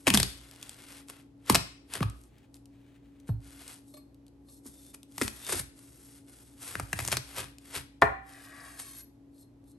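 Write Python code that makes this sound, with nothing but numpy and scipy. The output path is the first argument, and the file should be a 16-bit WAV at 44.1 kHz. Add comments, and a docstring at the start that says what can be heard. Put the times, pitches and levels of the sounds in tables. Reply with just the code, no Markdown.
"""In a small kitchen, close to the microphone, a large knife splits a watermelon on a wooden board.
Fracture of the taut rind sends out sharp reports and sets shell and melon booming.
Random bursts of cells make the tearing flesh crackle and hiss along the blade; stick-slip makes it sing.
The edge strikes the board's modes and is drawn out over it in a rough squeal. An appliance hums behind."""
import sys
import numpy as np
from scipy import signal
from scipy.fft import rfft, irfft
from scipy.io import wavfile
from scipy.ndimage import uniform_filter1d, map_coordinates

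SR = 44100
rng = np.random.default_rng(int(sys.argv[2]) if len(sys.argv) > 2 else 0)


def output_pcm(signal):
    """Save a mono or channel-first signal as 16-bit PCM at the path in sys.argv[1].

    Samples are clipped to [-1, 1] before scaling.
    """
    pcm = np.clip(np.atleast_2d(signal).T, -1, 1) * 32767
    wavfile.write(sys.argv[1], SR, np.round(pcm).astype(np.int16))


N = 431298
T = np.arange(N) / SR
FREQS = np.arange(N // 2 + 1) * SR / N
# Levels in the tables are in decibels; some of the functions that play them add gains of their own.


def undb(db):
    """Decibels to amplitude gain."""
    return 10 ** (np.asarray(db) / 20)


def unit(x):
    """Scale to rms 1."""
    return x / np.sqrt(np.mean(x ** 2))


def peak(x):
    """Scale to peak 1."""
    return x / np.abs(x).max()


def unit_energy(x):
    """Scale to a sum of squares of 1."""
    return x / np.sqrt(np.sum(x ** 2))


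def add(track, s, sound):
    """Superposition: mix a sound in at time s."""
    i = max(int(s * SR), 0)
    track[i:i + len(sound)] += sound[:N - i]


def along(points, hz=FREQS, axis=1):
    """Interpolate a column of a table on a log-frequency axis."""
    rows = np.array(points, float)
    return np.interp(np.log(hz + 1), np.log(rows[:, 0]), rows[:, axis])


def response(points, size=1024):
    """Minimum phase: the causal impulse response of a spectrum, found by folding its cepstrum."""
    hz = np.arange(size // 2 + 1) * SR / size
    cepstrum = irfft(np.log(undb(along(points, hz))))
    cepstrum[1:size // 2] *= 2
    cepstrum[size // 2 + 1:] = 0
    return unit_energy(irfft(np.exp(rfft(cepstrum))))


def through(x, h):
    """Convolution: pass a sound through an impulse response."""
    return signal.fftconvolve(x, h)[:len(x)]


def smooth_noise(width, size=N):
    """Random fluctuation averaged over a width in samples, rms 1."""
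    return unit(uniform_filter1d(rng.standard_normal(size), size=width))


def wander(seconds, size=N):
    """Random drift: noise averaged twice over the given time, rms 1."""
    width = int(seconds * SR)
    return unit(uniform_filter1d(smooth_noise(width, size), size=width))


def ring(modes, detune=0., size=32768):
    """Modal superposition: damped sines of alternating sign, with an optional random spread of pitch."""
    t, out = T[:size], 0
    for k, (hz, db, t60) in enumerate(modes):
        pitch = hz * (1 + detune * rng.standard_normal())
        out = out + (-1) ** k * undb(db - 60 * t / t60) * np.sin(2 * np.pi * pitch * t)
    return out


def push(seconds):
    """Contact force: a raised-cosine pulse, duller the longer it lasts."""
    return np.sin(np.pi * np.minimum(T[:SR // 20] / seconds, 1)) ** 2


def grains(rate, spread_db, size=N):
    """Random point process of bursting cells: many small clicks and a few large ones, rms 1."""
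    sizes = undb(spread_db * np.minimum(rng.exponential(size=size), 5))
    return unit((rng.random(size) < rate / SR) * sizes * rng.standard_normal(size))


def fracture(run_s, crumble_db, crumble_s, lead_s=0.0011, lead_db=-14, size=2048):
    """Brittle fracture: first fibres give, a crack runs through the cells and crumbles on; unit energy."""
    t = T[:size] - lead_s
    after = np.maximum(t, 0)
    running = np.exp(-after / run_s) + undb(crumble_db) * np.exp(-after / crumble_s)
    force = np.where(t < 0, undb(lead_db), running)
    burst = grains(30000, 3.2, size=size) * force
    return np.pad(unit_energy(burst), (0, size))


# cracks of the rind: start_s, level_db, hollowness_db (middle band over treble), flap pitch_hz, run_s
CRACKS = [(0.069, -21.5, 4.5, 3000, 0.0005), (0.076, -26.5, 8.5, 990, .005), (0.081, -24, -2, 3120, 0.0018),
          (0.1014, -22, 1, 3330, 0.00078), (0.1383, -21.5, 0.5, 3020, 0.001),
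          (0.1445, -17, -8, 4330, 0.0014), (0.149, -22, 1, 4200, .0006), (0.173, -17, -4, 3240, .0009),
          (0.1995, -21.5, -3, 4120, .0012), (0.2296, -22, -5.5, 4200, 0.00075),
          (1.4976, -13.5, -3, 1097, 0.00044), (1.5456, -19.5, 1, 5160, 0.00053),
          (1.551, -18, 2, 3000, 0.00033), (1.5571, -20.5, -8, 5200, 0.00056),
          (2.005, -42.5, 9, 1090, .0012), (5.18, -34.5, -3, 1892, 0.0021), (5.2134, -30.5, 5, 1270, .001),
          (5.218, -28, -0.5, 2000, 0.0035), (5.278, -32.5, -4, 2500, 0.0014), (5.491, -41, 5.5, 1700, .003),
          (5.523, -38, 3.5, 1200, .002), (5.535, -43.5, 6, 1000, .002), (5.546, -45, 6, 1400, .002),
          (5.595, -35, -1.5, 9000, 0.0024), (6.753, -33, 2.5, 1600, .0008), (6.797, -34, 4.5, 1400, 0.001),
          (6.929, -29, 4.5, 1580, 0.002), (6.9892, -33, 4.5, 2100, .001), (7.001, -39.5, 5, 2000, 0.0025),
          (7.049, -35.5, -3, 6360, 0.0011), (7.076, -29, -7, 8260, 0.00091), (7.083, -34.5, 2, 6000, .0012),
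          (7.116, -29, -3, 5000, 0.0035), (7.1688, -26.5, -1, 4900, 0.00046)]
# small wet snaps of fibres: start_s, level_db
SNAPS = [(0.511, -33), (0.627, -21.5), (0.6928, -22.5), (1.084, -33), (1.461, -37), (1.523, -14.5),
         (1.9362, -15), (2.098, -30), (2.2363, -43.5), (2.382, -47), (2.542, -36), (2.566, -44.5),
         (2.6555, -41), (3.1994, -44.5), (3.592, -37), (3.6784, -26), (4.144, -47.5), (4.265, -44.5),
         (4.28, -45), (4.9427, -50.5), (5.03, -35), (5.121, -42.5), (5.447, -25.5), (5.466, -23),
         (7.366, -23.5), (7.583, -33.5), (8.335, -38.5), (9.38, -49.5), (9.64, -54.5)]
# middle and treble spectra of a crack: frequency_hz, level_db
CRACK_MID = [(200, -13.5), (400, -15), (900, -5.5), (1600, -8), (2500, -4.5), (4000, -22.5), (8000, -43.5)]
CRACK_TOP = [(1200, -35), (2500, -4.5), (3800, -4.5), (5400, -5), (6800, -7), (8500, -3), (11500, -4),
             (14000, -20.5)]
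# modes of the whole melon: frequency_hz, level_db, t60_s
MELON_MODES = [(57.84, -13.5, 0.51), (71, -12, 0.34), (88, -5.5, .22), (108, -1, 0.15), (126.3, 8.5, 0.096),
               (132.6, 3.5, 0.16), (182, 0, 0.1), (280, -1.5, 0.039), (306, -1.5, 0.093),
               (395.5, -6.5, 0.17), (613, -10.5, 0.048)]


def rind(mid_db=22, top_db=25, boom_db=-10, snap_db=7, flap_db=8):
    """Impulsive excitation: a crack sounds through its freed flap and kicks the melon; fibres only tick."""
    out, mid, top = np.zeros(N), response(CRACK_MID), response(CRACK_TOP)
    for s, db, hollow_db, hz, run in CRACKS:
        burst = fracture(run_s=run, crumble_db=-15, crumble_s=.005)
        colour = undb(hollow_db + mid_db) * mid + undb(top_db) * top
        flap_peak = response([(hz / 1.5, 0), (hz, flap_db), (hz * 1.5, 0)])
        report = unit(through(burst, through(colour, flap_peak)))
        # the level follows the colour's energy, whatever the flap
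        add(out, s, undb(db) * report * np.sqrt(np.sum(colour ** 2) / len(burst)))
        add(out, s, undb(db + boom_db) * peak(ring(MELON_MODES, detune=0.035)))
    for s, db in SNAPS:
        burst = fracture(run_s=.0008, crumble_db=-15, crumble_s=.006)
        add(out, s, undb(db + snap_db) * through(burst, top + 0.18 * mid))
    return out


# blows to the shell: start_s, level_db, first_pitch_hz, settled_pitch_hz, swell_s, melon ring level_db
THUDS = [(0.0695, -20, 2000, 235, 0.0089, -30.5), (0.101, -26.5, 1190, 175, 0.0089, -29),
         (0.1387, -18, 700, 195, 0.01, -31), (0.175, -30.5, 1294, 141, 0.0039, -26),
         (1.4989, -17, 1507, 164, 0.0057, -22.5), (1.546, -27.5, 1410, 151.3, 0.011, -35),
         (2.0056, -21.5, 1608, 98.5, 0.013, -30.5), (2.022, -27.5, 299.5, 115.4, 0.0067, -28),
         (3.29, -23, 695.5, 108.7, 0.019, -27.5), (4.656, -45, 893, 220, 0.0063, -57),
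         (5.2133, -23, 1494, 214, 0.0045, -37), (5.491, -40, 1530, 334, 0.0045, -44),
         (5.521, -32.5, 1650, 336, 0.0073, -38), (5.544, -34.5, 1290, 232, 0.0029, -41),
         (5.594, -42, 1180, 108, 0.011, -40.5), (6.7524, -37, 1710, 79, 0.0033, -36),
         (6.7972, -37, 1840, 84, 0.0051, -32.5), (6.9306, -34.5, 1560, 102, 0.0014, -33.5),
         (6.99, -40, 1470, 100, 0.0034, -32.5), (7.086, -43, 1470, 124, 0.0044, -37),
         (7.117, -40, 1760, 107, 0.012, -41), (7.759, -45, 880, 99, 0.0088, -40),
         (8.022, -28.5, 1200, 134, 0.0083, -29.5)]
SWEEP_S, BOOM_T60_S = 0.0026, 0.32


def booming(contact_s=.007, upper_db=-5, upper_ratio=2.7, upper_t60_s=0.038):
    """Dispersion: high bending waves arrive first, so a blow chirps down to a boom over the melon's ring."""
    out, t = np.zeros(N), T[:16384]
    for s, db, first_hz, settled_hz, swell, body_db in THUDS:
        hz = settled_hz + (first_hz - settled_hz) / (1 + t / SWEEP_S) ** 2
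        phase = 2 * np.pi * np.cumsum(hz) / SR
        envelope = peak(t / (swell ** 2 + t ** 2) * undb(-60 * t / BOOM_T60_S))
        # a brief higher wave, roughened by random phase
        rough_phase = upper_ratio * phase + wander(0.0007, size=len(t))
        upper = undb(upper_db - 60 * t / upper_t60_s) * np.sin(rough_phase)
        add(out, s, undb(db) * envelope * (np.sin(phase) + upper))
        body = through(ring(MELON_MODES, detune=0.02), push(contact_s))
        add(out, s, undb(body_db) * peak(body))
    return out


# runs of tearing flesh: height_s (time of the maximum), level_db, fade_s, brightness_db
TEARS = [(0.079, -16.5, 0.0059, -2), (0.147, -21.5, 0.0086, 0.5), (.19, -35, 0.076, 5),
         (1.099, -42.5, 0.014, 2.5), (1.502, -27, 0.014, -1), (1.559, -33.5, 0.0084, -8),
         (1.955, -37, 0.033, -2.5), (2.029, -37, 0.0048, -9), (2.555, -58, 0.019, 6.5),
         (3.28, -50.5, 0.011, 3.5), (3.695, -49, 0.053, 5), (4.667, -44, 0.018, 14.5),
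         (4.945, -44, 0.0086, 6.5), (5.229, -32, 0.042, 7.5), (5.494, -35, 0.034, 3),
         (5.527, -32, 0.033, 7.5), (5.562, -45, 0.015, 8), (5.595, -30, 0.01, 8), (6.69, -40.5, 0.068, 3.5),
         (7.02, -38, 0.082, 4.5), (7.127, -27, 0.012, -2), (7.386, -34, 0.035, -1.5),
         (7.756, -33, 0.023, -2), (8.798, -35, 0.011, 6.5)]
# middle and treble spectra of bursting flesh: frequency_hz, level_db
FLESH_MID = [(150, -25.5), (400, -3), (1100, -1), (2000, -1.5), (3200, -3), (5000, -11.5), (9000, -57.5)]
FLESH_TOP = [(1500, -37.5), (3500, -10.5), (5200, -3), (7000, -1), (8800, 5), (11400, 8.5), (12600, -14.5),
             (14000, -21)]
TEAR_SWELL = 0.61  # a tear builds up in this share of its fading time


def tearing(mid_db=-4, top_db=-2, body_db=-9, lumpy_db=1.5):
    """Crackling noise: the split widens in spurts of dense bursts that also shake the melon's modes."""
    mid_gain, top_gain = np.zeros(N), np.zeros(N)
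    for s, db, fade, bright_db in TEARS:
        distance = np.maximum((s - T) / (TEAR_SWELL * fade), (T - s) / fade)
        spurt = np.exp(-np.minimum(distance, 20))
        mid_gain += spurt * undb(db - bright_db + mid_db)
        top_gain += spurt * undb(db + top_db)
    lumps = undb(lumpy_db * smooth_noise(300))
    cells = unit(grains(3200, 1.5) * lumps)
    shake = undb(body_db) * through(cells * mid_gain, unit_energy(ring(MELON_MODES)))
    flesh_mid = through(cells * mid_gain, response(FLESH_MID))
    flesh_top = through(cells * top_gain, response(FLESH_TOP))
    return flesh_mid + flesh_top + shake


STROKE_ATTACK_S, STROKE_RELEASE_S = .022, .02


def stroke(s, length, growth_db=0, release=STROKE_RELEASE_S):
    """Force envelope of a hand movement: a quick start, a hold that grows or eases, a release."""
    progress = np.clip((T - s) / length, 0, 1)
    outside = np.maximum((s - T) / STROKE_ATTACK_S, (T - s - length) / release)
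    return undb(growth_db * (progress - .5)) * np.exp(-np.clip(outside, 0, 20))


def rubbed(pressure, modes, rate):
    """Friction excitation: random grains ring a set of modes, as loud as the pressure."""
    return unit(through(grains(rate, 0.64), ring(modes))) * pressure


# time in which the edge is drawn out over the board: start_s, end_s
DRAW_OUT_S = (8.22, 9.06)
GLIDE_PER_S = .35  # fall of the log pitch
STEEL_SHARE, BARE_SHARE = .4, .9  # coloured share of the fizz, before and at the end of the draw


def blade_colour(x, count=23):
    """Modal coloration: uneven, drifting resonances that grow clearer and glide down as the blade is drawn."""
    start, end = DRAW_OUT_S
    free = np.clip(T - start, 0, end - start) * (T < end)
    modes = [(1000 + 680 * (k + .6 * rng.random()), 0, .03) for k in range(count)]
    steel = unit(through(grains(3000, 1.5), ring(modes, size=4096)))
    pitch = np.exp(.025 * wander(.2) + .007 * wander(.025) - GLIDE_PER_S * free)
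    # reading the ringing at a varying speed shifts its resonances
    shifted = map_coordinates(steel, [np.cumsum(pitch)], order=3, mode="mirror")
    share = STEEL_SHARE + (BARE_SHARE - STEEL_SHARE) * np.sqrt(free / (end - start))
    return np.sqrt(1 - share) * x + np.sqrt(share * .6) * shifted


# strokes through the flesh: start_s, length_s, level_db, growth_db, wetness_db (middle band over hiss)
STROKES = [(.005, 0.043, -63.5, -11, -5.5), (0.338, 0.66, -59.5, 10, 1), (1.134, 0.075, -65.5, -2.5, 4.5),
           (1.419, 0.079, -64, 25, 4.5), (2.125, 0.15, -69.5, -2.5, -7.5), (3.446, 0.3, -57.5, 8, -2),
           (4.674, 0.23, -58.5, 1, -12.5), (5.115, 0.47, -55, 25.5, -6), (5.781, 0.41, -59, -1.5, -7.5),
           (6.284, 0.25, -61.5, -4.5, -7.5), (6.629, 0.24, -53.5, -16.5, -6.5), (7.24, 0.2, -58, -3, 0),
           (7.616, 0.16, -54.5, 26, -3), (8.283, 0.72, -58.5, 3, -2.5)]
# the bare blade wipes along the rind: start_s, length_s, level_db, growth_db
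WIPES = [(3.883, 0.081, -66, -3.5), (4.499, 0.09, -63, -5.5), (8.619, 0.39, -60.5, 15),
         (8.803, 0.012, -55, 6), (9.355, 0.075, -66.5, 8), (9.682, 0.039, -67.5, 0)]
# modes of the steel blade: frequency_hz, level_db, t60_s
BLADE_MODES = [(605, 7, .14), (1166, 3, 0.07), (1745, -8, 0.049), (2240, -13, 0.1), (2719, -11, 0.12),
               (3560, -5, 0.09), (3844, -4, 0.08), (4204, -1, 0.2), (4479, -7, .1), (4800, -11, 0.12),
               (8140, 0, 0.103), (9730, 3.5, 0.027), (10690, 10, 0.05), (11450, 6, 0.1)]


def slicing(hiss_db=0, wet_db=-2, flicker_db=1.8, uneven_db=1.0, crackle_db=-6, steel_db=-4, tick_db=-5):
    """Friction noise: flesh rubs the flat blade in uneven fizz and lone ticks; the steel rings when bare."""
    hiss, wet, wipe = np.zeros(N), np.zeros(N), np.zeros(N)
    for s, length, db, growth_db, wetness_db in STROKES:
        effort = undb(db) * stroke(s, length, growth_db)
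        hiss += effort * undb(hiss_db)
        wet += effort * undb(wetness_db + wet_db)
    for s, length, db, growth_db in WIPES:
        wipe += undb(db) * stroke(s, length, growth_db, release=0.01)
    cells = grains(12000, 0.66) * undb(flicker_db * smooth_noise(600))
    cells = cells + undb(crackle_db) * grains(360, 2.5)
    cells = blade_colour(cells) * undb(1.3 * wander(.03))
    fizz = through(cells * (hiss + wipe), response(FLESH_TOP))
    squelch = through(cells * wet * undb(uneven_db * wander(0.024)), response(FLESH_MID))
    ticks = through(grains(110, 1.6) * wet * undb(tick_db), response(CRACK_TOP))
    steel = rubbed(undb(steel_db) * wipe, BLADE_MODES[5:], rate=8000)
    return fizz + squelch + ticks + steel


# tones of the pinched or grazed blade: start_s, length_s, pitch_hz, level_db, growth_db
SINGS = [(2.06, .12, 1272, -66, -8), (4.721, 0.19, 3580, -71.5, 2.5), (4.812, 0.079, 4170, -79, -3),
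         (5.139, 0.032, 3560, -81.5, -1), (5.428, .1, 3630, -54, 8), (6.44, 0.092, 3600, -80.5, -4),
         (8.985, 0.032, 11540, -51, -0.5), (9.36, 0.023, 4690, -85, 1), (9.379, 0.075, 4204, -79, -1.5),
         (9.686, .07, 4120, -82.5, -2)]


def singing():
    """Stick-slip holds one blade mode in a thin tone, blurred and broken by the wet contact."""
    out, drift = np.zeros(N), 1 + .013 * wander(.0012)
    flutter = unit(undb(4 * wander(.004)))
    for s, length, hz, db, growth_db in SINGS:
        tone = np.sin(2 * np.pi * np.cumsum(hz * drift) / SR)
        out += np.sqrt(2) * undb(db) * stroke(s, length, growth_db) * tone
    return out * flutter


# squeaks of the slipping wet rind: peak_s (sounding begins one length earlier), pitch_hz, level_db, length_s
SQUEAKS = [(2.029, 1230, -27, .0035), (5.518, 4550, -39, .002), (7.178, 4400, -41, .004),
           (8.604, 4880, -58, .006)]


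def squeaks():
    """Stick-slip in brief chirps of unsteady pitch, each at its loudest one length after it begins."""
    out, t = np.zeros(N), T[:2048]
    for s, hz, db, length in SQUEAKS:
        wobble = .13 * smooth_noise(int(SR / hz), size=len(t))
        phase = 2 * np.pi * np.cumsum(hz * (1 + wobble)) / SR
        envelope = (t / length) ** 2 * np.exp(2 - 2 * t / length)
        add(out, s - length, np.sqrt(2) * undb(db) * envelope * np.sin(phase))
    return out


# the edge meets the board, at the last with a bounce: start_s, level_db, contact_s
KNOCKS = [(3.2888, -43.5, 0.0011), (8.0208, -1.5, 0.00032), (8.0279, -8, 0.0007)]
# light touches that ring the blade: start_s, level_db
TINGS = [(3.289, -46), (3.938, -41), (3.968, -43.5), (4.484, -51)]
# modes of the wooden board: frequency_hz, level_db, t60_s
BOARD_MODES = [(351, -13, .09), (425, -13, .08), (674, -6, .06), (720, -19, .3), (780, -20, .62),
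               (932, -8, .035), (1008, -6, .05), (1109, -3, .035), (1238, -4, .04), (1406, -2, .02),
               (1525, -3, .025), (1785, 5.5, .022), (2017, -2, .03), (2363, -13, .035)]
# spectrum of the board's many close modes, fused into a woody bark: frequency_hz, level_db
BARK = [(59, -37.5), (100, -12), (380, -11), (522, -9), (668, -5.5), (1110, -0.5), (1750, -4.5),
        (2100, -13), (2700, -26.5), (5000, -40), (6500, -70.5), (11000, -120)]
BITE_S = 8.015  # the edge enters the last of the rind


def knife(bite_db=-25, grit_db=-3, clack_db=-23, bark_db=-1, ring_db=-5.0):
    """Impact excitation: the edge bites the last rind and knocks the board; gritty touches ring the steel."""
    out, mid, top = np.zeros(N), response(CRACK_MID), response(CRACK_TOP)
    for s, db, contact in KNOCKS:
        wood = through(ring(BOARD_MODES, detune=0.003), push(contact))
        add(out, s, undb(db + ring_db) * peak(wood))
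        burst = rng.standard_normal(4096) * np.exp(-T[:4096] / 0.0042)
        add(out, s, undb(db + bark_db) * peak(through(burst, response(BARK))))
        clack = through(fracture(run_s=0.001, crumble_db=-9.5, crumble_s=0.028), mid + .15 * top)
        add(out, s, undb(db + clack_db) * peak(clack))
    bite = through(fracture(run_s=0.016, crumble_db=-17.5, crumble_s=0.019), top + mid)
    add(out, BITE_S, undb(bite_db) * peak(bite))
    for s, db in TINGS:
        touch = fracture(run_s=0.0048, crumble_db=-10, crumble_s=0.019)
        add(out, s, undb(db) * peak(through(ring(BLADE_MODES, detune=0.00076), touch)))
        add(out, s, undb(db + grit_db) * peak(through(touch, top)))
    return out


# pressure of the edge drawn over the board and lifted away: time_s, level_db
DRAG = [(8.25, -68), (8.33, -54.5), (8.46, -56), (8.59, -51), (8.68, -53), (8.76, -57), (8.83, -62),
        (8.99, -68), (9.05, -89)]
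# resonances of the dragged edge: frequency_hz, level_db, t60_s
SCRAPE_MODES = [(696, -1.5, 0.022), (1130, -5, 0.076), (1270, -5.5, .03), (1616, 2, 0.028),
                (1712, -1.5, 0.06), (1893, 1, 0.042), (2470, -0.5, 0.0093), (3800, -11, .025),
                (4900, -17, .03), (5640, -21, .025)]


def dragging(sag_per_s=.04):
    """Sliding friction: a rough squeal whose resonances waver and sink with the point of contact."""
    pressure = undb(np.interp(T, *np.array(DRAG).T, left=-200, right=-200))
    catches = undb(.8 * wander(.004))
    sag = sag_per_s * (np.clip(T, *DRAW_OUT_S) - np.mean(DRAW_OUT_S))
    pitch = 1 + .01 * wander(.05) - sag
    squeal = rubbed(0.91, SCRAPE_MODES, rate=5000)
    return pressure * catches * map_coordinates(squeal, [np.cumsum(pitch)], order=3, mode="mirror")


# the steadying hand slides over the rind: start_s, length_s, level_db, growth_db
SLIDES = [(2.266, 0.18, -72.5, 3), (2.73, 0.24, -71, 0.5), (3.05, 0.22, -76, -2.5)]
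# spectrum of skin on rind: frequency_hz, level_db
SKIN = [(500, -20), (1300, -3.5), (2300, -1), (3900, -6), (5000, -16), (9000, -13)]


def handling(uneven_db=2.0):
    """Soft friction: skin slides over the waxy rind in uneven swells."""
    pressure = np.zeros(N)
    for s, length, db, growth_db in SLIDES:
        pressure += undb(db) * stroke(s, length, growth_db, release=0.025)
    return through(grains(5000, 1.1) * pressure * undb(uneven_db * wander(0.028)), response(SKIN))


# reverberation of the kitchen: frequency_hz, t60_s, level_db
ROOM = [(60.07, 0.18, -1), (197.7, 0.27, -8), (800, 0.28, -9.5), (2000, 0.47, -12), (5000, 0.45, -12),
        (12000, 0.28, -11.5)]


def kitchen(x, size=32768):
    """Diffuse reverberation from tiles and cupboards; the ports differ most in the middle band."""
    t, hz = T[:size], np.arange(size // 2 + 1) * SR / size
    noise, tail = rfft(rng.standard_normal((2, size))), 0
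    # side over mid: frequency_hz, gain ratio
    noise[1] *= along([(70, .06), (200, .8), (500, 1.4), (1500, 1.3), (6000, 1.1), (9000, .45)], hz)
    for k, (_, t60, db) in enumerate(ROOM):
        share = along([(row[0], j == k) for j, row in enumerate(ROOM)], hz)  # overlapping bands
        decay = undb(-60 * t / t60) * (1 - np.exp(-t / 0.0021))
        tail = tail + irfft(noise * share) * undb(db - 2) * unit_energy(decay)
    mid, side = (through(x, h) for h in tail)
    return np.array([mid + side, mid - side])


# spectrum of the room air: frequency_hz, level_db
AIR = [(21, -41.5), (35, -9), (118, -7.5), (196, -13), (280, -6), (431, -16.5), (1020, -30.5), (1380, -37),
       (1650, -38), (8810, -49.5), (10300, -55), (11300, -42), (15000, -73.5)]
AIR_DB = -61
# appliance hum: frequency_hz, level_db
HUM = [(59.2, -68), (119, -67), (279.8, -59), (313, -82), (839.8, -84.5)]


def slow_noise():
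    """Low-passed random fluctuation of a few hertz, rms 1."""
    return unit(irfft(rfft(rng.standard_normal(N)) * np.exp(-FREQS / 4), N))


def background(waver=0.26, hum_pan_db=2.0):
    """Steady-state noise: a slightly wavering appliance hum over air whose bass is alike at both ports."""
    widths = (1, np.minimum(FREQS / 800, .8))  # of mid and side
    mid, side = (irfft(rfft(rng.standard_normal(N)) * undb(along(AIR)) * w, N) for w in widths)
    air = (mid + side * np.array([[1], [-1]])) * undb(AIR_DB) / mid.std()
    hum = np.zeros(N)
    for hz, db in HUM:
        swell, drift = slow_noise(), slow_noise()
        tone = np.sin(2 * np.pi * hz * T + waver * drift)
        hum += np.sqrt(2) * undb(db) * (1 + waver * swell) * tone
    return air + hum * undb(np.array([[hum_pan_db], [-hum_pan_db]]) / 2)


# everything except the background, as the two microphone ports hear it: frequency_hz, left minus right level_db
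PORT_DB = [(60, -2), (200, 0.5), (600, -2.5), (1300, 4), (2400, 4), (5000, 4.5), (6400, 4.5), (7100, 3),
           (8100, 1), (12000, 0.5)]
# the same for phase: frequency_hz, left lead_rad
PORT_PHASE = [(30, 0), (600, 0), (900, .8), (1500, -.7), (2100, .5), (3000, 1.1), (4000, .4), (6800, .1),
              (7700, .8), (8600, 0), (10250, -3.14), (11900, -6.3), (12600, -6.7), (13400, -9.3),
              (14200, -9.5), (15000, -12.6)]


def scene(board_room_db=2):
    """Level and phase differences between ports place the cutting; the board sends more into the room."""
    melon = rind() + booming() + tearing() + slicing() + singing() + squeaks() + handling()
    board = knife() + dragging()
    heard = melon + board + kitchen(melon + undb(board_room_db) * board)
    # half of each difference goes to the left port, the inverse to the right
    lean = undb(along(PORT_DB) / 2) * np.exp(.5j * along(PORT_PHASE))
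    return irfft(rfft(heard) * np.array([lean, 1 / lean]), N) + background()


TOP_HZ = 16000


def record(dry, shelf_hz=12500, shelf_db=-12, low_hz=43, ceiling=0.51):
    """Band limits and saturation: the microphone loses deep bass and top treble and rounds loud peaks."""
    shelf = undb(shelf_db * (1 + np.tanh((FREQS - shelf_hz) / 800)) / 2)
    rounded = ceiling * np.tanh(dry / ceiling)
    high_pass = signal.butter(6, low_hz, "high", fs=SR, output="sos")
    sound = irfft(rfft(signal.sosfilt(high_pass, rounded)) * shelf, N)
    low_pass = signal.ellip(8, .2, 70, TOP_HZ, fs=SR, output="sos")
    return signal.sosfilt(low_pass, sound)


dry = scene()
out = record(dry)
output_pcm(out)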